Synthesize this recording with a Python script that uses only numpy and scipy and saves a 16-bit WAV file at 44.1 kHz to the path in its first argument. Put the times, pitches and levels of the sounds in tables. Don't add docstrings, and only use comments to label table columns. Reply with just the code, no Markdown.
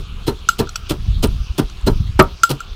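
import sys
import numpy as np
from scipy import signal
from scipy.fft import rfft, irfft
from scipy.io import wavfile

SR = 44100
rng = np.random.default_rng(int(sys.argv[2]) if len(sys.argv) > 2 else 0)


def bounce(signal):
    frames = np.transpose(np.atleast_2d(signal))
    limited = np.clip(frames, -1, 1)
    pcm = np.round(limited * 32767).astype(np.int16)
    wavfile.write(sys.argv[1], SR, pcm)


def boost_factor(decibels):
    exponent = np.asarray(decibels, float) / 20
    return 10 ** exponent


N = 121275
LEAD = 4096
T = np.arange(-LEAD, N) / SR


def level(x, db):
    return x * boost_factor(db) / np.sqrt(np.mean(x ** 2))


def colour(x, points):
    hz, db = np.array(points, float).T
    f = np.fft.rfftfreq(len(x), 1 / SR) + 1
    gain = boost_factor(np.interp(np.log(f), np.log(hz), db))
    return irfft(rfft(x) * gain, len(x))


def ring(hz, db, t60, size=8192):
    t = np.arange(size) / SR
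    hz, db, t60 = (np.reshape(v, (-1, 1)) for v in (hz, db, t60))
    decay = np.exp(-np.log(1000) * t / t60)
    return (boost_factor(db) * np.sin(2 * np.pi * hz * t) * decay).sum(axis=0)


def clicks(rate, spread_db, size):
    when, sign, big = rng.random((3, size))
    sizes = boost_factor(-spread_db * np.log(1 - big))
    return (when < rate / SR) * np.sign(sign - .5) * sizes


def add(out, s, x):
    i = int(round(s * SR)) + LEAD
    out[i:i + len(x)] += x[:len(out) - i]


# start in seconds, length of the crush in seconds, crackle level in dB
# before the press shapes it, thud level in dB rms, peak of the pestle's ring in dB.
BLOWS = [(-.045, 0.02, -28, -21, -42), (0.262, 0.028, -28, -16, -21.5), (0.58, 0.027, -28, -15, -20.5),
         (0.888, 0.029, -27.5, -19, -29), (1.221, 0.024, -22.5, -14.5, -26), (1.572, 0.025, -27, -14, -44),
         (1.86, 0.021, -25.5, -12.5, -17), (2.188, 0.011, -21.5, 4, -19), (2.487, 0.029, -27, -19.5, -28)]
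# frequency in Hz, relative level in dB.
CRUNCH = [(880, -4), (1500, -18), (2100, -11.5), (2760, -2), (3400, -1.5), (3800, -6.5), (4200, -5),
          (5000, -4.5), (6690, -11.5), (8770, -10), (12200, -14.5), (15200, -12), (16300, -42)]
# frequency in Hz, relative level in dB, fade time t60 in seconds.
MORTAR = [(140.2, -0.5, 0.11), (233.4, -0.5, 0.056), (307.5, 5.5, 0.04), (380.4, 6, 0.035),
          (429, -4.5, 0.066), (575, -11.5, 0.11), (661, -10.5, 0.063), (774, -15.5, 0.15),
          (895, -11.5, 0.076), (970, -9.5, 0.065), (1171, -10.5, 0.09), (1304, -11, 0.089)]
CRUSH_RISE_S, CRUSH_FALL_S = 0.011, 0.004
CRUSH_SAG = 0.15
SETTLE_S, SETTLE_DB = 0.022, -7.5
LUMP_DB = 3.5
CRACKS_PER_S, CRACK_SPREAD_DB = 5000, 0.5
JOLTS_PER_S, JOLT_SPREAD_DB, THUD_LATE_S = 2200, 1.5, 0.0065
SINK, ROCK = 0.6, 0.61
DETUNE = 0.041
BITE, SOFT_DB = 0.38, -10
PESTLE_HZ, PESTLE_T60_S = 4120, 0.06


def grain_crush(t, after, length, crunch_db):
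    rise = np.minimum(t / min(CRUSH_RISE_S, length / 2), 1) ** 2
    press = rise * (1 - CRUSH_SAG * np.minimum(t / length, 1))
    crush = press * (np.exp(-after / CRUSH_FALL_S) + boost_factor(SETTLE_DB) * np.exp(-after / SETTLE_S))
    knots = t[::128]
    lumps = np.interp(t, knots, rng.standard_normal(len(knots)))
    cracks = clicks(CRACKS_PER_S, CRACK_SPREAD_DB, size=len(t))
    return crush * boost_factor(LUMP_DB * lumps) * level(colour(cracks, CRUNCH), crunch_db)


def mortar_thud(t, jolts, length, thud_db):
    hz, db, t60 = np.repeat(MORTAR, 6, axis=0).T
    bite = BITE * max(thud_db - SOFT_DB, 0) * np.log2(hz / hz[0])
    detune = 1 + DETUNE * rng.standard_normal(len(hz))
    thud = signal.fftconvolve(jolts, ring(hz * detune, db + bite, t60))[:len(t)]
    thud = signal.sosfilt(signal.butter(2, 90, "high", fs=SR, output="sos"), thud)
    return thud * boost_factor(thud_db) / np.sqrt(np.mean(thud[t < length + .02] ** 2))


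def pestle_ring(t, jolts, length, ring_db):
    pestle = signal.fftconvolve(jolts * (t < length), ring(PESTLE_HZ, 0, PESTLE_T60_S))[:len(t)]
    return pestle * boost_factor(ring_db) / np.abs(pestle).max()


def blows():
    out, t = np.zeros(len(T)), np.arange(8192) / SR
    for s, length, crunch_db, thud_db, ring_db in BLOWS:
        after = np.maximum(t - length, 0)
        crunch = grain_crush(t, after, length, crunch_db)
        sunk = np.clip((t - min(THUD_LATE_S, length / 4)) / (SINK * length), 0, 1)
        rocking = np.exp(-after / (ROCK * length))
        jolts = sunk * rocking * clicks(JOLTS_PER_S, JOLT_SPREAD_DB, size=len(t))
        thud = mortar_thud(t, jolts, length, thud_db)
        add(out, s, crunch + thud + pestle_ring(t, jolts, length, ring_db))
    return out


# time in seconds, size in dB, half width in seconds, push +1 or pull -1.
PUFFS = [(1.002, -15.5, 0.0068, 1), (1.089, -7, 0.0028, 1), (1.108, -5.5, 0.0044, 1),
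         (1.13, -14, 0.0029, 1), (1.169, -8, 0.0037, 1), (1.208, -16, 0.015, -1), (1.34, -18, 0.0093, 1),
         (1.408, -11.5, 0.0063, -1), (1.508, -10, 0.0046, 1), (1.648, -12.5, 0.0062, 1),
         (1.846, -7.5, 0.005, 1), (1.965, -21, 0.0055, -1), (2.007, -6, 0.0026, 1), (2.058, -14, 0.0034, 1),
         (2.097, -11, 0.003, 1), (2.163, -11.5, 0.0033, 1), (2.179, -16, 0.0065, 1),
         (2.721, -17.5, 0.0057, -1)]
# time in seconds, level in dB before the brightening.
GUST = [(0, -26), (.3, -29), (.6, -30), (.85, -29), (.97, -23.5), (1.15, -20), (1.35, -19.5), (1.6, -34),
        (1.7, -31), (1.82, -32.5), (1.9, -13.5), (2.1, -24), (2.25, -24), (2.4, -34), (2.65, -34.5),
        (2.75, -34.5)]
# frequency in Hz, relative level in dB.
WIND = [(12, -33), (25, 2.5), (55, -2.5), (110, -8), (200, -16.5), (330, -33.5), (600, -63)]
EDDIES_PER_S, EDDY_SPREAD_DB = 180, 1.5
BRIGHTEN = 0.3


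def wind():
    eddies = level(colour(clicks(EDDIES_PER_S, EDDY_SPREAD_DB, size=len(T)), WIND), 0)
    sharp = colour(eddies, [(50, -30), (100, 0)])
    gust_db = np.interp(T, *np.array(GUST).T)
    brightness = boost_factor(BRIGHTEN * (gust_db - gust_db.max()))
    out = boost_factor(gust_db) * (eddies - sharp + sharp * brightness)
    for s, db, width, way in PUFFS:
        u = (T - s) / width
        out += way * boost_factor(db) * (1 - u ** 2 - 0.18 * u) * np.exp(-u ** 2 / 2)
    return out


def pips(rows, t60, octaves, count):
    out = np.zeros(len(T))
    rise = np.minimum(np.arange(512) / 30, 1)
    for s, db, hz in rows:
        tones = np.minimum(hz * 2 ** (octaves * rng.standard_normal(count)), .4 * SR)
        add(out, s, rise * ring(tones, db, t60, size=512) / np.sqrt(count))
    return out


# frequency in Hz, relative level in dB.
HISS = [(240, -13), (400, -4), (570, -13), (719, -8), (893, -11), (1250, -3), (1950, -18), (2600, -8),
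        (3310, -5.5), (6640, -18), (7170, -23), (16000, -35)]
HISS_DB, FLICKER_DB = -44.5, 3
DROPS_PER_S, DROP_DB, DROP_T60_S = 260, -29.5, 0.004


def trickle():
    out, f = np.zeros(len(T)), np.fft.rfftfreq(len(T), 1 / SR)
    hiss = rfft(level(colour(rng.standard_normal(len(T)), HISS), HISS_DB))
    for lo in 100 * 2 ** np.arange(0, 8, .5):
        knots = rng.standard_normal(60)
        flicker = np.interp(T, np.linspace(T[0], T[-1], len(knots)), knots)
        band = irfft(hiss * (f >= lo) * (f < lo * np.sqrt(2)), len(T))
        out += boost_factor(FLICKER_DB * flicker) * band
    when, big, pitch = rng.random((int(DROPS_PER_S * N / SR), 3)).T
    drops = zip(when * N / SR, DROP_DB - 10 * big, 2500 * 2 ** (1.2 * pitch ** 2))
    return out + pips(drops, DROP_T60_S, 0, count=1)


BRIGHT_HZ = 2000
SNAP_S, CONTACT_S, LOW_CUT_HZ = 0.0025, 0.0026, 860


def knock(bright_db, share, spacing_hz, snap_db, cluster, modes):
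    t = np.arange(8192) / SR
    hz, db, t60 = np.repeat(modes, 3, axis=0).T
    high = hz > BRIGHT_HZ
    fade = np.exp(-t / SNAP_S) + boost_factor(-19) * np.exp(-t / 0.024)
    snap = boost_factor(snap_db) * fade * level(colour(rng.standard_normal(len(t)), CRUNCH), 0)
    scattered = cluster * hz * rng.standard_normal(len(hz))
    spaced = spacing_hz * (np.arange(len(hz)) % 3 - 1)
    body = ring(hz + np.where(high, scattered, spaced), db + bright_db * high, share * t60)
    return np.minimum(t / CONTACT_S, 1) * (snap + body / 2)


def cut_lows(x):
    return signal.sosfilt(signal.butter(2, LOW_CUT_HZ, "high", fs=SR, output="sos"), x)


# time in seconds, level in dB, brightness in dB, share of the free ring time,
# spacing in Hz of the three close tones in each low mode.
CLACKS = [(0.488, -1, 5.5, 0.72, 25), (0.672, -28, -6, 1.1, 49), (2.434, 1, 6, 0.71, 10.4),
          (2.604, -21, 5, 0.69, 16.5)]
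# frequency in Hz, relative level in dB, free fade time t60 in seconds.
HOLLOW = [(1376, 3, 0.077), (1380, -36, 0.11), (2940, -21, 0.054), (3545, -31, 0.05), (4067, -23.5, 0.086),
          (4987, -24.5, 0.079), (6044, 5.5, 0.0057), (6440, -23.5, 0.093), (7450, -3, 0.012),
          (7610, -26.5, 0.17), (11270, -36.5, 0.1), (14600, -27, 0.065)]
TABLE_HZ, TABLE_DB, TABLE_T60_S = 182, -27.5, 0.03


def clacks():
    out = np.zeros(len(T))
    for s, hit_db, bright_db, share, spacing_hz in CLACKS:
        add(out, s, boost_factor(hit_db) * knock(bright_db, share, spacing_hz, -14 + bright_db, 0.007, HOLLOW))
    out = cut_lows(out)
    for s, hit_db, *_ in CLACKS:
        add(out, s, ring(TABLE_HZ, hit_db + TABLE_DB, TABLE_T60_S))
    return out


# time in seconds, level in dB.
CLINKS = [(0.691, -16.5), (.757, -4.5), (1.697, -26.5)]
# frequency in Hz, relative level in dB, fade time t60 in seconds.
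SMALL = [(1366, -8, .025), (2600, -11, .018), (3136, -17, .05), (4300, -4, .02), (5750, -3, .018),
         (6500, -7, .016), (7740, -14, .03)]


def clinks():
    out = np.zeros(len(T))
    for s, hit_db in CLINKS:
        add(out, s, boost_factor(hit_db) * knock(0, 1, 40, -15.5, 0.04, SMALL))
    return cut_lows(out)


# time in seconds, level in dB, central pitch in Hz.
TICKS = [(1.658, -35, 3100), (1.272, -24, 9000), (2.2, -30, 5100), (1.812, -35, 7800), (2.5, -22, 11900),
         (2.224, -15.5, 12500), (3.6, -22.5, 3520), (.869, -33, 3000)]


def stray_grains():
    return pips(TICKS, t60=0.013, octaves=0.098, count=6)


ROOM_DB, ROOM_T60_S, ROOM_HZ = -25, 0.21, 2870


def room_echo(knocks):
    t = np.arange(SR // 2) / SR
    wash = colour(rng.standard_normal(len(t)), [(ROOM_HZ, 0), (16000, -14)])
    echo = wash * np.exp(-np.log(1000) * t / ROOM_T60_S) * (t > .004)
    echo /= np.sqrt(np.sum(echo ** 2))
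    return boost_factor(ROOM_DB) * signal.fftconvolve(knocks, echo)[:len(T)]


def scene():
    knocks = blows() + clacks() + clinks() + stray_grains()
    return (knocks + room_echo(knocks) + trickle() + wind())[None, LEAD:]


def band_limit(x):
    return signal.sosfilt(signal.butter(12, 16780, fs=SR, output="sos"), x)


def record(dry):
    clipped = np.clip(dry, -1, 1)
    top = signal.ellip(12, .2, 100, 16000, fs=SR, output="sos")
    mix = signal.sosfilt(top, clipped)
    return band_limit(mix)


dry = scene()
out = record(dry)
bounce(out)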